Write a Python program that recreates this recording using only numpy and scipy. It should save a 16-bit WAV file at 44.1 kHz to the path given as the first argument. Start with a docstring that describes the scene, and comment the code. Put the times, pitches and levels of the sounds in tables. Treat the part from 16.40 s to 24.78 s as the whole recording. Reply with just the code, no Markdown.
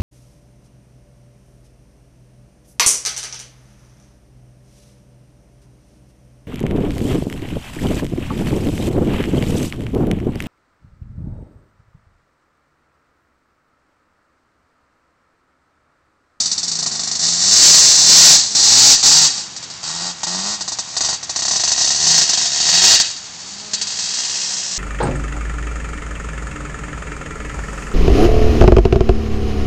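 """A two-stroke dirt bike rides past over loose sand. It begins with stuttering pops; from 0.8 s to 2.9 s it
revs in bursts of throttle, the loudest overloading the microphone. Each firing thumps in the exhaust,
barks from the silencer and sets the thin steel expansion chamber ringing. Weaker bursts and more pops
follow, then a last strong burst peaks at 6.5 s. From about 7 s, as the engine coasts, a second bike
drones far off over the open ground."""
import sys
import numpy as np
from scipy import signal
from scipy.fft import rfft, irfft, next_fast_len
from scipy.io import wavfile
from scipy.ndimage import uniform_filter1d

SR = 44100
rng = np.random.default_rng(int(sys.argv[2]) if len(sys.argv) > 2 else 0)


def file_out(sig):
    """Save sig as 16-bit WAV at sys.argv[1]."""
    # one column per channel
    cols = np.atleast_2d(sig).T
    # limit, then scale
    lim = np.clip(cols, -1, 1)
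    pcm = np.round(lim * 32767).astype(np.int16)
    wavfile.write(sys.argv[1], SR, pcm)


N = 369558
TIME = np.arange(N) / SR


def from_db(db):
    """Logarithmic level: 20 dB is a factor of ten in amplitude."""
    return 10 ** (np.asarray(db) / 20)


def in_time(rows):
    """Linear interpolation: each column of a time table at every sample."""
    times, *columns = np.transpose(rows)
    return [np.interp(TIME, times, column) for column in columns]


def coloured(x, spectrum):
    """Zero-phase filtering: the spectrum is multiplied by a gain curve (f/Hz, level/dB)."""
    hz, db = np.transpose(spectrum)
    padded = next_fast_len(len(x))
    bins = np.maximum(np.fft.rfftfreq(padded, 1 / SR), 1)
    gain = from_db(np.interp(np.log(bins), np.log(hz), db))
    return irfft(rfft(x, padded) * gain, padded)[:len(x)]


def noise(spectrum, size=N):
    """Spectral shaping: white noise is coloured and scaled to unit rms."""
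    x = coloured(rng.standard_normal(size), spectrum)
    return x / np.sqrt(np.mean(x ** 2) + 1e-20)


def drift(rate_hz):
    """Slow random modulation: straight lines between Gaussian values."""
    knots = rng.standard_normal(4000)
    return np.interp(TIME * rate_hz, np.arange(len(knots)), knots)


def click_train(at, energy_db):
    """Impulse excitation: one click per time, its energy in dB re one second at full scale."""
    clicks = np.zeros(N)
    samples = np.clip(np.round(at * SR).astype(int), 0, N - 1)
    np.add.at(clicks, samples, from_db(energy_db) * np.sqrt(SR))
    return clicks


def excite(drive, response):
    """Convolution: a linear system, its impulse response scaled to unit energy, answers the drive."""
    return signal.oaconvolve(drive, response / np.linalg.norm(response))[:N]


def ringing(modes):
    """Modal superposition: a blow leaves damped cosines, the wider in band the shorter lived."""
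    t = TIME[:SR // 5]
    return sum((-1) ** k * from_db(db) * np.sqrt(width)
               * np.exp(-np.pi * width * t) * np.cos(2 * np.pi * hz * t)
               for k, (hz, width, db) in enumerate(modes))


def diffuse_bursts(clicks, spectrum, hold_s, tail_s, tail_db, turbulent_share, sides=8):
    """Scattering: each click gives a burst of dense modes and turbulence, with a tail off the ground."""
    t = TIME[:SR // 4]
    envelope = np.exp(-(t / hold_s) ** 4) + from_db(tail_db) * np.exp(-t / tail_s)
    # the passing bike shows one side after another, each with its own mix of modes
    side = np.linspace(0, sides - 1, N)
    modes = np.zeros(N)
    for k in range(sides):
        in_view = np.sqrt(np.maximum(1 - np.abs(side - k), 0))
        modes += excite(clicks * in_view, envelope * noise(spectrum, size=len(t)))
    energy = signal.oaconvolve(clicks ** 2, envelope ** 2 / np.sum(envelope ** 2))[:N]
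    turbulence = np.sqrt(turbulent_share * np.abs(energy)) * noise(spectrum)
    return np.sqrt(1 - turbulent_share) * modes + turbulence


def open_air(level_db=-37.5):
    """Stationary noise: the open air is a steady broadband background."""
    # ambient spectrum: f/Hz, relative level/dB
    air_spectrum = [(20, -33.5), (60, -6.5), (130, 0), (500, -10.5), (750, -4), (2500, -7.5), (7000, -3),
                    (9500, -60.5)]
    return from_db(level_db) * noise(air_spectrum)


def far_bike(waver=0.0055, fading_db=4.5, db_per_octave=-3.5, harmonics=6):
    """Atmospheric propagation: only low harmonics carry far, each fading in and out in the moving air."""
    # the distant engine: t/s, firing rate f/Hz, level/dB
    drone = [(6.5, 232, -75), (6.75, 158, -79), (7.07, 188, -52), (7.24, 211, -47), (7.42, 208, -46.5),
             (7.55, 199, -56), (8.05, 185, -53), (8.18, 185, -48.5), (8.38, 190, -47)]
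    rate, level = in_time(drone)
    phase = 2 * np.pi * np.cumsum(rate * (1 + waver * drift(30))) / SR
    return sum(from_db(level + db_per_octave * np.log2(k) + fading_db * drift(9)) * np.sin(k * phase)
               for k in range(1, harmonics + 1))


def throttle():
    """Drive, load and inertia: crank speed, ring level and thump level climb, sag and fall back."""
    # crank speed when coasting: t/s, f/Hz
    coast_speed = [(0, 89), (.3, 85), (.5, 75.5), (3.4, 77), (4.6, 72.3), (5.5, 70), (6.06, 65.5),
                   (6.9, 72.3), (7.4, 56.3), (7.75, 61.5), (8, 68.5), (8.38, 58)]
    # running on a nearly shut throttle: t/s, ring level/dB, thump level/dB
    coast_level = [(0, -20.5, -52), (.17, -29.5, -52.5), (.45, -27.5, -38.5), (.75, -27, -43),
                   (2.98, -24, -43), (3.1, -39, -58.5), (3.4, -40.5, -62), (4.5, -33, -57),
                   (4.7, -20.5, -42), (4.79, -42, -66), (5.18, -21.5, -41.5), (5.5, -21, -54),
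                   (6.1, -20.5, -59), (6.85, -37, -72), (7.35, -36, -69), (7.55, -24, -64),
                   (7.92, -20.5, -63), (8.38, -23, -58)]
    # bursts of throttle: opening, peak and shutting t/s; firing rate f/Hz at opening and peak;
    # ring level/dB at opening and peak; thump level/dB
    throttle_bursts = [(0.799, 1.1, 1.14, 81, 96, -18.5, -11.5, -40),
                       (1.11, 1.281, 1.72, 107, 163, -8.5, -3, -41),
                       (1.56, 1.82, 1.945, 146, 170, -9, 0, -38),
                       (2.151, 2.47, 2.53, 97, 140, -11, -3.5, -37),
                       (2.625, 2.77, 2.86, 134, 157, -7.5, -8.5, -36.5),
                       (3.438, 3.659, 3.7, 79.3, 90, -28.5, -25, -41),
                       (3.865, 4.125, 4.14, 88, 107, -25.5, -22.5, -34.5),
                       (5.56, 5.73, 5.85, 76, 83, -18.5, -15.5, -33),
                       (6.13, 6.52, 6.545, 72, 105.5, -18.5, -7.5, -36.5)]
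    climb_power = 1.5  # revs and level climb ever faster as the engine comes on the pipe
    sag_oct_per_s, sag_db_per_s = .9, 21  # past the peak the sand drags the engine down
    shut_db, shut_s, fade_db_per_s = 9, 0.017, 76.5  # shutting cuts the firings, then they fade
    spin_down_s, flywheel_s = .15, .03  # the crank's speed cannot jump
    thump_rise_db, thump_rise_s = 6.5, 0.11  # the thump fills in after opening
    coast, = in_time(coast_speed)
    ring, thump = in_time(coast_level)
    rate = coast
    for opens, peaks, shuts, rate_from, rate_to, db_from, db_to, thump_db in throttle_bursts:
        climb = np.clip((TIME - opens) / (peaks - opens), 0, 1) ** climb_power
        sagging = np.maximum(np.minimum(TIME, shuts) - peaks, 0)
        shut = np.maximum(TIME - shuts, 0)
        driven = (rate_from + (rate_to - rate_from) * climb) * 2 ** (-sag_oct_per_s * sagging)
        rate = np.where(TIME < opens, rate, coast + (driven - coast) * np.exp(-shut / spin_down_s))
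        loss = sag_db_per_s * sagging + shut_db * np.minimum(shut / shut_s, 1) + fade_db_per_s * shut
        loss = np.where(TIME < opens, np.inf, loss)
        unfilled = np.clip(1 - (TIME - opens) / thump_rise_s, 0, 1)
        ring = np.maximum(ring, db_from + (db_to - db_from) * climb - loss)
        thump = np.maximum(thump, thump_db - thump_rise_db * unfilled - loss)
    return uniform_filter1d(rate, int(flywheel_s * SR)), ring, thump


def firings(rate, uneven_db=2.0):
    """Two-stroke cycle: one firing per turn, with its time and its share of a second's energy in dB."""
    # ragged firing under full load: t/s, timing scatter/ms
    raggedness = [(1.12, 0.022), (1.25, 0.3), (1.95, 0.46), (2.13, 0.019), (6.42, .03), (6.5, 0.35),
                  (6.8, 0.056)]
    scatter_ms, = in_time(raggedness)
    turns = np.flatnonzero(np.diff(np.floor(np.cumsum(rate) / SR)))
    late, harder = rng.standard_normal((2000, 2))[:len(turns)].T
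    at = TIME[turns] + scatter_ms[turns] * late / 1000
    return at, uneven_db * harder - 10 * np.log10(rate[turns])


def pops(rate, scatter_s=.0005, uneven_db=1.0):
    """Intermittent combustion: times and levels of hard firings, alone or every second or third turn."""
    # single hard firings: t/s, relative level/dB
    # the one at 6.6 s holds up the loud end of the last throttle burst
    lone_pops = [(0.0024, -3.5), (0.0574, -6), (0.1153, -4.5), (0.1785, -6), (0.2301, -8), (0.8827, -5.5),
                 (1.0231, -5.5), (2.15, -3), (3.1635, -17), (3.2274, -18), (3.3004, -20.5), (3.4304, -18.5),
                 (3.8321, -9.5), (3.8713, -15.5), (4.2077, -11.5), (4.2786, -10.5), (4.3188, -11.5),
                 (4.3867, -9), (4.8288, -14.5), (4.8942, -11), (6.2888, -2.5), (6.5994, 0.5), (7.334, -5.5),
                 (7.4137, -7), (7.4704, -12)]
    # runs of stutter: first and last t/s, turns per pop, first and last relative level/dB
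    stutters = [(0.279, 0.462, 3, -8, -8), (0.515, .833, 3, -10.5, -6.5), (3.456, 3.494, 3, -19, -17.5),
                (4.567, 4.727, 3, -6.5, -9), (4.961, 5.111, 2, -9, -6.5), (5.157, 5.317, 3, -7, -2.5),
                (5.379, 5.505, 2, -5.5, -6), (5.669, 5.816, 3, -0.5, 0), (5.894, 6.054, 3, -3.5, -8)]
    rows = [np.array(lone_pops)]
    for first, last, turns_per_pop, db_from, db_to in stutters:
        turns = rate[(TIME >= first) & (TIME < last)].sum() / SR
        count = int(round(turns / turns_per_pop)) + 1
        at, db = np.linspace((first, db_from), (last, db_to), count).T
        late, harder = rng.standard_normal((20, 2))[:count].T
        rows.append(np.transpose([at + scatter_s * late, db + uneven_db * harder]))
    return np.vstack(rows).T


def exhaust_thump(clicks):
    """Gas-column resonance: the exhaust thumps through a narrow mouth that radiates little deep bass."""
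    # modes of the gas: f/Hz, bandwidth/Hz, relative level/dB
    gas_modes = [(174.5, 35, 1.5), (286, 150, -16), (391, 69, -10.5)]
    # radiation from the mouth: f/Hz, gain/dB
    pipe_mouth = [(80, -5), (115, -4), (165, 0)]
    return coloured(excite(clicks, ringing(gas_modes)), pipe_mouth)


def tailpipe(clicks, decay_s=0.046, turbulent_share=.72):
    """Forced resonance: a sharp front and a dying puff of turbulent gas drive the tailpipe's modes."""
    # modes beamed backwards: f/Hz, bandwidth/Hz, relative level/dB
    tailpipe_modes = [(1785, 310, -4), (2567, 54, -6), (2826, 110, -3.5), (3277, 87, -2.5),
                      (3805, 110, 1.5), (4660, 76, 5.5)]
    fade = np.exp(-2 * TIME[:SR // 5] / decay_s)
    energy = signal.oaconvolve(clicks ** 2, fade / fade.sum())[:N]
    fronts = np.sqrt(1 - turbulent_share) * clicks
    puffs = np.sqrt(turbulent_share * np.abs(energy)) * rng.standard_normal(N)
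    return excite(fronts + puffs, ringing(tailpipe_modes))


def silencer(clicks, bark_db=-6.5, jet_db=-0.5):
    """Cavity resonance and jet noise: each pulse barks in the silencer and leaves as a turbulent jet."""
    # modes of the silencer: f/Hz, bandwidth/Hz, relative level/dB
    silencer_modes = [(693, 56, -0.5), (882, 75, 0), (1000, 120, 3), (1360, 110, -13.5), (1880, 13, -0.5)]
    # turbulence in its jet: f/Hz, relative level/dB
    jet_spectrum = [(120, -7), (330, -4), (500, -12.5), (750, 2.5), (1100, -3), (1500, -5), (2200, -25.5),
                    (4000, -12.5)]
    bark = excite(clicks, ringing(silencer_modes))
    jet = diffuse_bursts(clicks, jet_spectrum, hold_s=0.011, tail_s=0.023, tail_db=-12.5,
                         turbulent_share=.38)
    return from_db(bark_db) * bark + from_db(jet_db) * jet


def expansion_chamber(clicks, wall_db=-16.0):
    """Shell vibration: each pulse rings the thin steel, a few modes standing out from a dense mass."""
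    # colour of the chamber: f/Hz, relative level/dB
    chamber_spectrum = [(2600, -22.5), (3300, -23), (3600, -7.5), (3850, -6), (4400, 0.5), (5100, 0),
                        (6000, 1), (7100, -1), (7800, -4.5), (8400, -13), (9000, -19), (9500, -78)]
    # its strongest wall modes: f/Hz, bandwidth/Hz, relative level/dB
    wall_modes = [(1890, 29, -9.5), (3837, 15, 2.5), (4270, 68, 0), (4420, 22, -7.5), (5820, 48, 5),
                  (6344, 40, 8)]
    dense_ring = diffuse_bursts(clicks, chamber_spectrum, hold_s=0.024, tail_s=0.033, tail_db=-10.5,
                                turbulent_share=.2)
    return dense_ring + from_db(wall_db) * excite(clicks, ringing(wall_modes))


def turning_treble(rasp):
    """Directivity: the low treble swells and fades as the bike turns."""
    # the band affected: f/Hz, weight/dB
    treble_band = [(3100, -29), (3700, -4.5), (4700, 1), (5600, -29)]
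    # its lift or cut at full weight: t/s, level/dB
    treble_level = [(0, 1), (1.4, -2), (2.6, 0.5), (3.6, 2), (6.4, 1), (7.3, 1), (8.38, -7)]
    lift_db, = in_time(treble_level)
    return rasp + (from_db(lift_db) - 1) * coloured(rasp, treble_band)


def near_bike(ring_db=0.5, pop_ring_db=-28.0, pop_bark_db=-27.5, pop_thump_db=-55.5):
    """Source and filter: steady firings and pops drive the same chamber, silencer and pipe."""
    # directivity as the bike turns: t/s, silencer gain/dB, tailpipe gain/dB
    facing = [(0, -29, -43), (.3, -26, -34), (.48, -13.5, -30), (.8, -20, -20.5), (1.3, -23, -21),
              (2.8, -17, -13), (3.35, -11.5, -6), (3.55, -6, -7), (4.1, -7, -10), (4.3, -11.5, -14.5),
              (4.7, -10, -10.5), (5.5, -16.5, -10.5), (6.45, -15, -5), (7.1, -22.5, -7), (7.9, -21.5, -6.5),
              (8.38, -28, -8.5)]
    silencer_gain, tailpipe_gain = from_db(in_time(facing))
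    rate, ring_level, thump_level = throttle()
    at, share_db = firings(rate)
    ring = np.interp(at, TIME, ring_level) + share_db
    thump = np.interp(at, TIME, thump_level) + share_db
    pop_at, pop_db = pops(rate)
    on_chamber = click_train(at, ring + ring_db) + click_train(pop_at, pop_db + pop_ring_db)
    on_silencer = click_train(at, ring) + click_train(pop_at, pop_db + pop_bark_db)
    on_pipe = click_train(at, thump) + click_train(pop_at, pop_db + pop_thump_db)
    rasp = expansion_chamber(on_chamber) + tailpipe(tailpipe_gain * on_chamber)
    return turning_treble(rasp) + silencer(silencer_gain * on_silencer) + exhaust_thump(on_pipe)


def scene():
    """Superposition: both bikes and the open air add in one channel."""
    return (near_bike() + far_bike() + open_air())[None]


def record(dry, ceiling=0.62, knee=31.0, lopsided=0.1, resonance_hz=8500, top_db=-7.5,
           low_cut_hz=16, cutoff_hz=15800):
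    """Saturation: the microphone passes little above its resonance and clips the peaks unevenly."""
    heard = signal.sosfilt(signal.cheby1(12, .2, resonance_hz, fs=SR, output="sos"), dry)
    limit = ceiling * (1 + lopsided * np.sign(heard))
    clipped = heard / (1 + np.abs(heard / limit) ** knee) ** (1 / knee)
    body = signal.sosfiltfilt(signal.butter(8, resonance_hz, fs=SR, output="sos"), clipped)
    shelved = body + from_db(top_db) * (clipped - body)  # softens the highest distortion products
    centred = signal.sosfilt(signal.butter(1, low_cut_hz, "high", fs=SR, output="sos"), shelved)
    return signal.sosfiltfilt(signal.ellip(10, .05, 70, cutoff_hz, fs=SR, output="sos"), centred)


dry = scene()
out = record(dry)
file_out(out)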